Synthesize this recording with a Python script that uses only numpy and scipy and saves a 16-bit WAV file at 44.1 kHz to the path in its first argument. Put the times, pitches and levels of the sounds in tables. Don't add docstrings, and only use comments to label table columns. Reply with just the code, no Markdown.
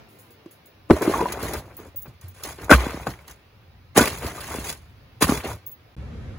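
import sys
import numpy as np
from scipy import signal
from scipy.fft import rfft, irfft
from scipy.io import wavfile

SR = 44100
rng = np.random.default_rng(int(sys.argv[2]) if len(sys.argv) > 2 else 0)


def store_wav(level_fs):
    pcm = np.round(np.clip(np.atleast_2d(level_fs), -1, 1) * 32767)
    wavfile.write(sys.argv[1], SR, pcm.T.astype(np.int16))


def how_loud(loudness_db):
    steps = np.asarray(loudness_db, float) / 20
    return 10 ** steps


N = 281358
T = np.arange(N) / SR
CUT_S, RESUME_S = 5.953, 5.966

# (pitch [Hz], gain [dB])
AIR = [(40, -18.5), (98, -12), (176, -23), (430, -23), (1000, -28.5), (2500, -32), (5000, -39),
       (7500, -53.5), (11000, -50), (16000, -42)]
# (time [s], level of its middle pitches [dB], gain of the rumble [dB])
AIR_LEVEL = [(0, -56, -43), (.9, -58.5, 5), (1.999, -58.5, 7.5), (3.302, -58.5, 2), (3.902, -60, 10),
             (5.001, -57.5, 8.5), (5.95, -58.5, 3)]
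# (pitch [Hz], gain [dB])
LATE_AIR = [(35, -5), (70, 5), (240, -10), (330, -18), (520, -16.5), (680, -25), (2000, -29.5), (7000, -47),
            (16000, -61)]
# (time of full effort [s], hold [s], effort [dB], film over effort [dB],
# fade [dB per s], brightness of the grit [dB per octave])
MOVES = [(0.911, 0.068, -31.5, -10.5, 250, -0.5), (1.027, 0.15, -27, -10, 122, -0.8),
         (1.272, 0.094, -33.5, -17, 109, -1), (1.405, 0.16, -32, -8, 360, -1.4),
         (1.622, 0.091, -49.5, -32, 198, -3.4), (1.782, 0.073, -48, -10.5, 299, -2),
         (2.06, 0.0048, -46.5, -31.5, 300, -1), (2.231, 0.019, -55.5, 2, 199, 1),
         (2.353, 0.065, -54, 2.5, 93, 2.9), (2.44, 0.049, -39, 3, 191, 0.6),
         (2.588, 0.064, -41.5, -16, 247, 0), (2.706, 0.034, -12, -9, 595.5, 1),
         (2.778, .05, -30, -10.5, 67.5, 2), (3.067, 0.021, -35, -14.5, 318, -3),
         (3.284, 0.0215, -50.5, 3, 305, 2.5), (3.962, 0.008, -22.5, -6, 246, 1.5),
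         (3.972, 0.007, -14.5, 0.5, 255, -0.2), (4.021, 0.025, -27.5, 0, 129, 2.5),
         (4.167, 0.0497, -43.5, -4.5, 97, 1), (4.226, 0.07, -33.5, -8, 204, 0.5),
         (4.353, 0.2, -42, 1, 92, 2.5), (4.496, 0.07, -36.5, -1.5, 252, 0.5),
         (4.598, 0.023, -42, 0.5, 123, -0.3), (4.648, 0.059, -39.5, 6.5, 335, 3),
         (5.219, 0.015, -20.5, 3.8, 449, 1.5), (5.279, 0.072, -28.5, 0, 297, -2.4),
         (5.379, 0.03, -44, -7.5, 114, 4.5), (5.446, 0.065, -32.5, -8, 328, -0.6)]
# (pitch [Hz], gain [dB])
SCRAPE = [(150, -12), (260, 0), (500, -1), (1100, -4), (2100, -10), (3100, -16.5), (6000, -27)]
# (pitch [Hz], gain [dB])
FILM = [(1500, -10), (3000, -9.5), (5500, -10.5), (7000, -10), (9500, -7), (12000, -14.5), (16000, -13.5)]
# (pitch [Hz], gain [dB])
DRAG = [(35, -19.5), (60, 6.5), (110, -3.5), (170, -4), (300, -29.5)]
# (time [s], level [dB])
SNAPS = [(1.0188, -21), (1.3218, -15.5), (1.4276, -18.5), (1.5344, -18), (1.03, -25.5), (2.2118, -36.5),
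         (2.4348, -18.5), (2.6428, -29), (3.2784, -32), (3.3105, -32), (4.132, -28), (4.1829, -26),
         (4.2769, -27), (4.3732, -36), (4.5527, -27), (4.703, -26.5), (5.222, -16), (5.239, -16),
         (5.312, -23.5), (5.474, -28.5)]
# (time [s], level [dB], chatter [ms], ring over chatter [dB])
JINGLES = [(0.087, -46.5, 150, -17), (0.187, -39.5, 51, -20), (0.305, -42, 28, -10), (0.51, -37.5, 27, -22),
           (.657, -42.5, 17, -2.5), (1.767, -31.5, 9, 1.5), (1.96, -37, 24, 16), (2.019, -35.5, 14, 4),
           (2.282, -38, 7.1, 1), (5.663, -40, 14.6, 16.5), (5.715, -37, 6.5, 4)]
# (pitch [Hz], level [dB], time to fall 60 dB [s])
METAL = [(15600, 3.5, 0.076), (15480, -5, .08), (12850, -5, .1), (12550, -9, .05), (9300, -15, 0.05)]
# (time [s], level [dB], pitch it settles to [Hz], time to fall 60 dB [s])
THUDS = [(0.926, -8.5, 70, 0.073), (2.079, -30.5, 116, 0.12), (2.237, -29.5, 88, 0.27),
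         (2.729, -5, 61.9, 0.33), (3.075, -19.5, 123.8, 0.094), (3.974, -11, 93.5, 0.091),
         (5.288, -27, 123.7, 0.19), (5.49, -27.5, 105.4, 0.28)]
# (time [s], level [dB], loudest pitch of that log [Hz], contact [ms])
LOG_KNOCKS = [(2.055, -34, 800, 6), (2.681, -25.5, 1300, 5), (2.693, -7, 1450, 9), (2.709, 5.5, 1380, 10),
              (2.712, 0.5, 773, 12), (2.7155, 3, 347, 2.1), (2.723, 1.5, 1515, 15.5),
              (2.732, -3.5, 1000, 5.2), (2.741, -6.5, 200, 13), (2.864, -15.5, 311.6, 2.5),
              (2.894, -26.5, 445, 2.5), (2.941, -21, 338, 8.7), (2.972, -23.5, 470, 4.7),
              (3.067, -10.5, 810, 7.1), (3.961, -14.5, 278, 8), (3.976, 2.5, 550, 11),
              (3.987, -5, 1510, 11.4), (4.006, -7.5, 266, 14), (4.245, -20.5, 430, 4),
              (4.375, -32, 1220, 12), (4.51, -23.5, 1230, 18), (4.546, -22, 467, 1.7),
              (4.583, -20, 270, 3.5), (5.214, -21, 432, 6), (5.221, -7.5, 1064, 6), (5.223, -9.5, 302, 5.4),
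              (5.24, -14.5, 246, 2.3), (5.286, -14.5, 1440, 8.2), (5.291, -5.5, 228, 7.8),
              (5.319, -8, 398, 5.7), (5.363, -31, 905, 6), (5.453, -21.5, 475, 6.5)]
# (pitch [Hz], width [Hz], level [dB])
LOGS = [(174.8, 40, -27.5), (285, 97, 5.5), (470, 640, 5.5), (775, 93, -4), (1220, 290, 5), (1556, 270, 0),
        (2130, 1300, -8)]
# (time [s], level [dB], loudest pitch of that spot [Hz])
TUB_KNOCKS = [(0.458, -30.5, 340), (0.898, -3, 520), (0.905, 8.5, 374), (0.931, -18.5, 303),
              (0.962, -19, 610), (1.01, -16, 420), (1.021, -21, 317), (1.049, -18.5, 470), (1.073, -7, 346),
              (1.094, -11, 367.5), (1.136, -15, 1110), (1.151, -16.5, 926), (1.18, -19.5, 930),
              (1.191, -18, 1000), (1.203, -14.5, 362), (1.21, -13.5, 973), (1.221, -14.5, 457),
              (1.233, -19.5, 390), (1.255, -10.5, 988), (1.797, -32, 430), (1.854, -38, 504),
              (1.944, -39.5, 554)]
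# (pitch [Hz], width [Hz], level [dB])
TUB = [(211, 38.9, -35.5), (356, 90, -0.5), (558, 120, 0), (1000, 280, -5), (1614, 500, -21)]
# (time [s], level [dB])
CRACKS = [(3.9765, -5), (5.2215, -8)]
# (pitch [Hz], level [dB], time to fall 60 dB [s])
AXE_HEAD = [(5259, -13, .11), (6815, -3, 0.058), (9500, -11, .047), (14240, -7.5, .052)]
# (pitch [Hz], lead [cycles])
LEAD = [(0, 0), (2000, 0), (3000, .25), (4000, .15), (5300, .5), (6300, 1), (8200, .52), (8900, .48),
        (10600, .03), (11400, -.03), (13100, -.48), (13800, -.52), (15300, -.97), (16000, -1)]
# (pitch [Hz], level [dB])
SHADE = [(2000, 0), (5300, -4.5), (6500, 0)]
# (pitch [Hz], likeness [0 to 1])
SAME = [(300, .995), (800, .88), (2000, .8), (3500, .45), (5500, .35), (6500, .7), (8100, .997),
        (16000, .997)]
# (pitch [Hz], likeness [0 to 1])
SAME_AIR = [(200, .93), (700, .3), (1500, .15), (6000, .2), (7400, .4), (8100, .995), (16000, .995)]
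# (time [s], ceiling [dB])
CEILING = [(0, -4), (.9, -2), (1.2, 0), (6.4, 0)]


def evened(x):
    return x / np.sqrt(np.mean(x ** 2) + 1e-20)


def read(points, hz):
    f, value = np.transpose(points)
    return np.interp(np.log(hz + 1), np.log(f + 1), value)


def add(mix, s, sound):
    part = mix[round(s * SR):][:len(sound)]
    part += sound[:len(part)]


def coloured(x, points):
    gain = how_loud(read(points, np.fft.rfftfreq(len(x), 1 / SR)))
    return irfft(rfft(x) * gain, len(x))


def band_pass(x, order, low_hz, high_hz):
    return signal.sosfilt(signal.butter(order, [low_hz, high_hz], "band", fs=SR, output="sos"), x)


def air():
    s, db, rumble_db = np.transpose(AIR_LEVEL)
    full = coloured(rng.standard_normal(N), AIR)
    rumble = signal.sosfilt(signal.butter(2, 200, fs=SR, output="sos"), full)
    middle = band_pass(full, 2, 300, 3000)
    hiss_and_rumble = full - rumble + how_loud(np.interp(T, s, rumble_db)) * rumble
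    early = how_loud(np.interp(T, s, db)) * hiss_and_rumble / middle.std()
    late = how_loud(-35) * evened(coloured(rng.standard_normal(N), LATE_AIR))
    return early * (T < CUT_S) + late * (T > RESUME_S)


def crackle(per_s, spread_db, tail_ms, hiss):
    sizes = how_loud(spread_db * np.minimum(rng.exponential(1, N), 4))
    ticks = (rng.random(N) < per_s / SR) * sizes
    puffs = signal.lfilter([1], [1, -np.exp(-1000 / (tail_ms * SR))], ticks)
    return (evened(puffs) + hiss) * rng.standard_normal(N)


def gravel(count):
    edges = np.geomspace(120, 7000, count + 1)
    grains = []
    for low_hz, high_hz in zip(edges, edges[1:]):
        grain = evened(crackle(per_s=200, spread_db=4.5, tail_ms=2, hiss=0.6))
        grains.append(band_pass(grain, 1, low_hz, high_hz))
    return grains, np.log2(np.sqrt(edges[1:] * edges[:-1]) / 900)


def rustle():
    rise_s, drag_lag_s = 0.026, 0.016
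    grains, octaves = gravel(count=6)
    film = evened(coloured(crackle(per_s=500, spread_db=4.2, tail_ms=1.6, hiss=0.75), FILM))
    drag = evened(coloured(crackle(per_s=20, spread_db=-4.0, tail_ms=18, hiss=1.3), DRAG))

    t = np.arange(0, N / SR, 0.002)
    s, hold, db, film_db, fade, tilt_db = np.transpose(MOVES)[..., None]
    rise_time = rise_s * how_loud(-0.6 * np.maximum(db + 28, 0))
    rise = np.clip(1 + (t - s) / rise_time, 0, 1) ** 2
    power = (rise * how_loud(db - abs(fade) * np.maximum(t - s - hold, 0))) ** 2
    effort = np.sqrt(power.sum(0))
    crinkle = np.sqrt((power * how_loud(film_db) ** 2).sum(0))

    weight = how_loud(-38) * (effort / how_loud(-36.5)) ** np.where(effort > how_loud(-40), 0.53, 1)
    weight = np.minimum(weight, how_loud(-24.5))

    rubbed = np.zeros(N)
    for grain, octave in zip(grains, octaves):
        strength = np.sqrt((power * how_loud(tilt_db * octave) ** 2).sum(0))
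        rubbed += grain * np.interp(T, t, strength)
    grit = coloured(rubbed, SCRAPE) / coloured(sum(grains), SCRAPE).std()
    return grit + np.interp(T, t, crinkle) * film + np.interp(T - drag_lag_s, t, weight) * drag


def chatter(grit, ms, low_hz):
    t = np.arange(len(grit)) / SR * 1000
    puff = grit * np.exp(-t / max(ms, 0.5)) * (1 - np.exp(-t / 0.4))
    return signal.lfilter(*signal.butter(2, low_hz, "high", fs=SR), puff)


def pops(rows, ms, low_hz, size):
    out = np.zeros(N)
    for s, db in rows:
        pop = chatter(rng.standard_normal(size), ms, low_hz)
        add(out, s, how_loud(db) * pop / abs(pop).max())
    return out


def snaps():
    return pops(SNAPS, ms=6.5, low_hz=2595, size=4000)


def dying_modes(modes):
    t = np.arange(6000) / SR
    return sum(how_loud(db - 60 * t / t60) * np.sin(2 * np.pi * hz * t) for hz, db, t60 in modes)


def jingles():
    out = np.zeros(N)
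    modes = dying_modes(METAL)
    for s, db, ms, ring_db in JINGLES:
        bright = chatter(rng.standard_normal(6000), ms, low_hz=8800)
        rung = signal.fftconvolve(bright, modes)[:6000]
        sound = bright / abs(bright).max() + how_loud(ring_db) * rung / abs(rung).max()
        add(out, s, how_loud(db) * sound)
    return out


def thuds():
    out, t = np.zeros(N), np.arange(SR // 2) / SR
    for s, db, hz, t60 in THUDS:
        swing = np.sin(2 * np.pi * hz * (t + 0.0033 * (1 - np.exp(-t / 0.01))))
        fall = how_loud(db - 60 * t / max(t60, 0.02))
        add(out, s, fall * swing * (1 - np.exp(-t / 0.0047)))
    return out


def ring(modes, size=3000):
    t = np.arange(size) / SR
    return sum(how_loud(db) * np.exp(-np.pi * w * t) * np.sin(2 * np.pi * f * t) * w for f, w, db in modes)


def knocks(rows, modes, spot_width, spot_db, crack_hz, tail_db, tail_ms, bright_db, dulling, push,
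           rise_ms=1.4):
    out, t = np.zeros(N), np.arange(6000) / SR * 1000
    for s, db, hz, ms in rows:
        fall = np.exp(-(t / max(ms, 0.5)) ** 2) + how_loud(tail_db) * np.exp(-t / tail_ms)
        contact = rng.standard_normal(6000) * fall
        contact *= 1 - np.exp(-(t / rise_ms) ** 2)
        contact[100:125] += push

        soft_band = [0.34 * hz, max(4.1 * hz, 1300)]
        soft = signal.lfilter(*signal.butter(2, soft_band, "band", fs=SR), contact)
        whole = signal.fftconvolve(soft, ring(modes))[:6000]
        spot = signal.fftconvolve(soft, ring([(hz, spot_width, 0)]))[:6000]
        body = whole / abs(whole).max() + how_loud(spot_db) * spot / abs(spot).max()

        crack = signal.lfilter(*signal.butter(1, [1500, crack_hz], "band", fs=SR), contact)
        crack_db = bright_db - dulling * db - np.log2(hz / 500)
        sound = body / abs(body).max() + how_loud(crack_db) * crack / abs(crack).max()
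        add(out, s, how_loud(db) * sound)
    return signal.sosfilt(signal.butter(2, 110, "high", fs=SR, output="sos"), out)


def log_knocks():
    return knocks(LOG_KNOCKS, LOGS, spot_width=120, spot_db=-0.5, crack_hz=7050, tail_db=-16.5, tail_ms=14,
                  bright_db=-14, dulling=-0.15, push=0.95)


def tub_knocks():
    rows = [(*row, 5) for row in TUB_KNOCKS]
    return knocks(rows, TUB, spot_width=48, spot_db=6, crack_hz=5120, tail_db=-12, tail_ms=16,
                  bright_db=-24.5, dulling=0.2, push=0.53)


def cracks():
    return pops(CRACKS, ms=1.8, low_hz=1100, size=2000)


def axe_ring():
    out = np.zeros(N)
    add(out, 3.072, how_loud(-33.5) * dying_modes(AXE_HEAD))
    return out


def ports(x, likeness, spread_ms):
    hz, t = np.fft.rfftfreq(N, 1 / SR), np.arange(4000) / SR * 1000
    sides = np.array([[0.5], [-0.5]])
    scatter = rng.standard_normal((6, 2, 4000)) * np.exp(-t / spread_ms)
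    scatter = rfft(scatter / np.linalg.norm(scatter, axis=2)[..., None], N)
    turn = (T * 36 + np.arange(6)[:, None]) % 6
    shares = np.where(turn < 2, np.sin(np.pi * turn / 2), 0)
    scattered = (rfft(x * shares)[:, None] * scatter).sum(0)
    same = read(likeness, hz)
    lead = np.exp(2j * np.pi * np.interp(hz, *np.transpose(LEAD)) * sides)
    heard = np.sqrt(same) * lead * rfft(x) + np.sqrt(1 - same) * scattered
    return irfft(heard * how_loud(read(SHADE, hz) * sides), N)


def scene():
    background = ports(air(), SAME_AIR, spread_ms=42)
    background *= (T < CUT_S) | (T > RESUME_S)
    moving = rustle() + snaps() + jingles() + thuds()
    struck = log_knocks() + tub_knocks() + cracks() + axe_ring()
    return background + ports(moving + struck, SAME, spread_ms=4.5)


def band_limit(x):
    return signal.sosfilt(signal.butter(12, 15950, fs=SR, output="sos"), x)


def record(dry):
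    x = signal.sosfilt(signal.butter(3, 50, "high", fs=SR, output="sos"), dry)
    ceiling = how_loud(np.interp(T, *np.transpose(CEILING)))
    clipped = np.clip(x, -ceiling, ceiling)
    mix = signal.oaconvolve(clipped, signal.firwin(511, 15850, fs=SR)[None], "same")
    return band_limit(mix)


dry = scene()
out = record(dry)
store_wav(out)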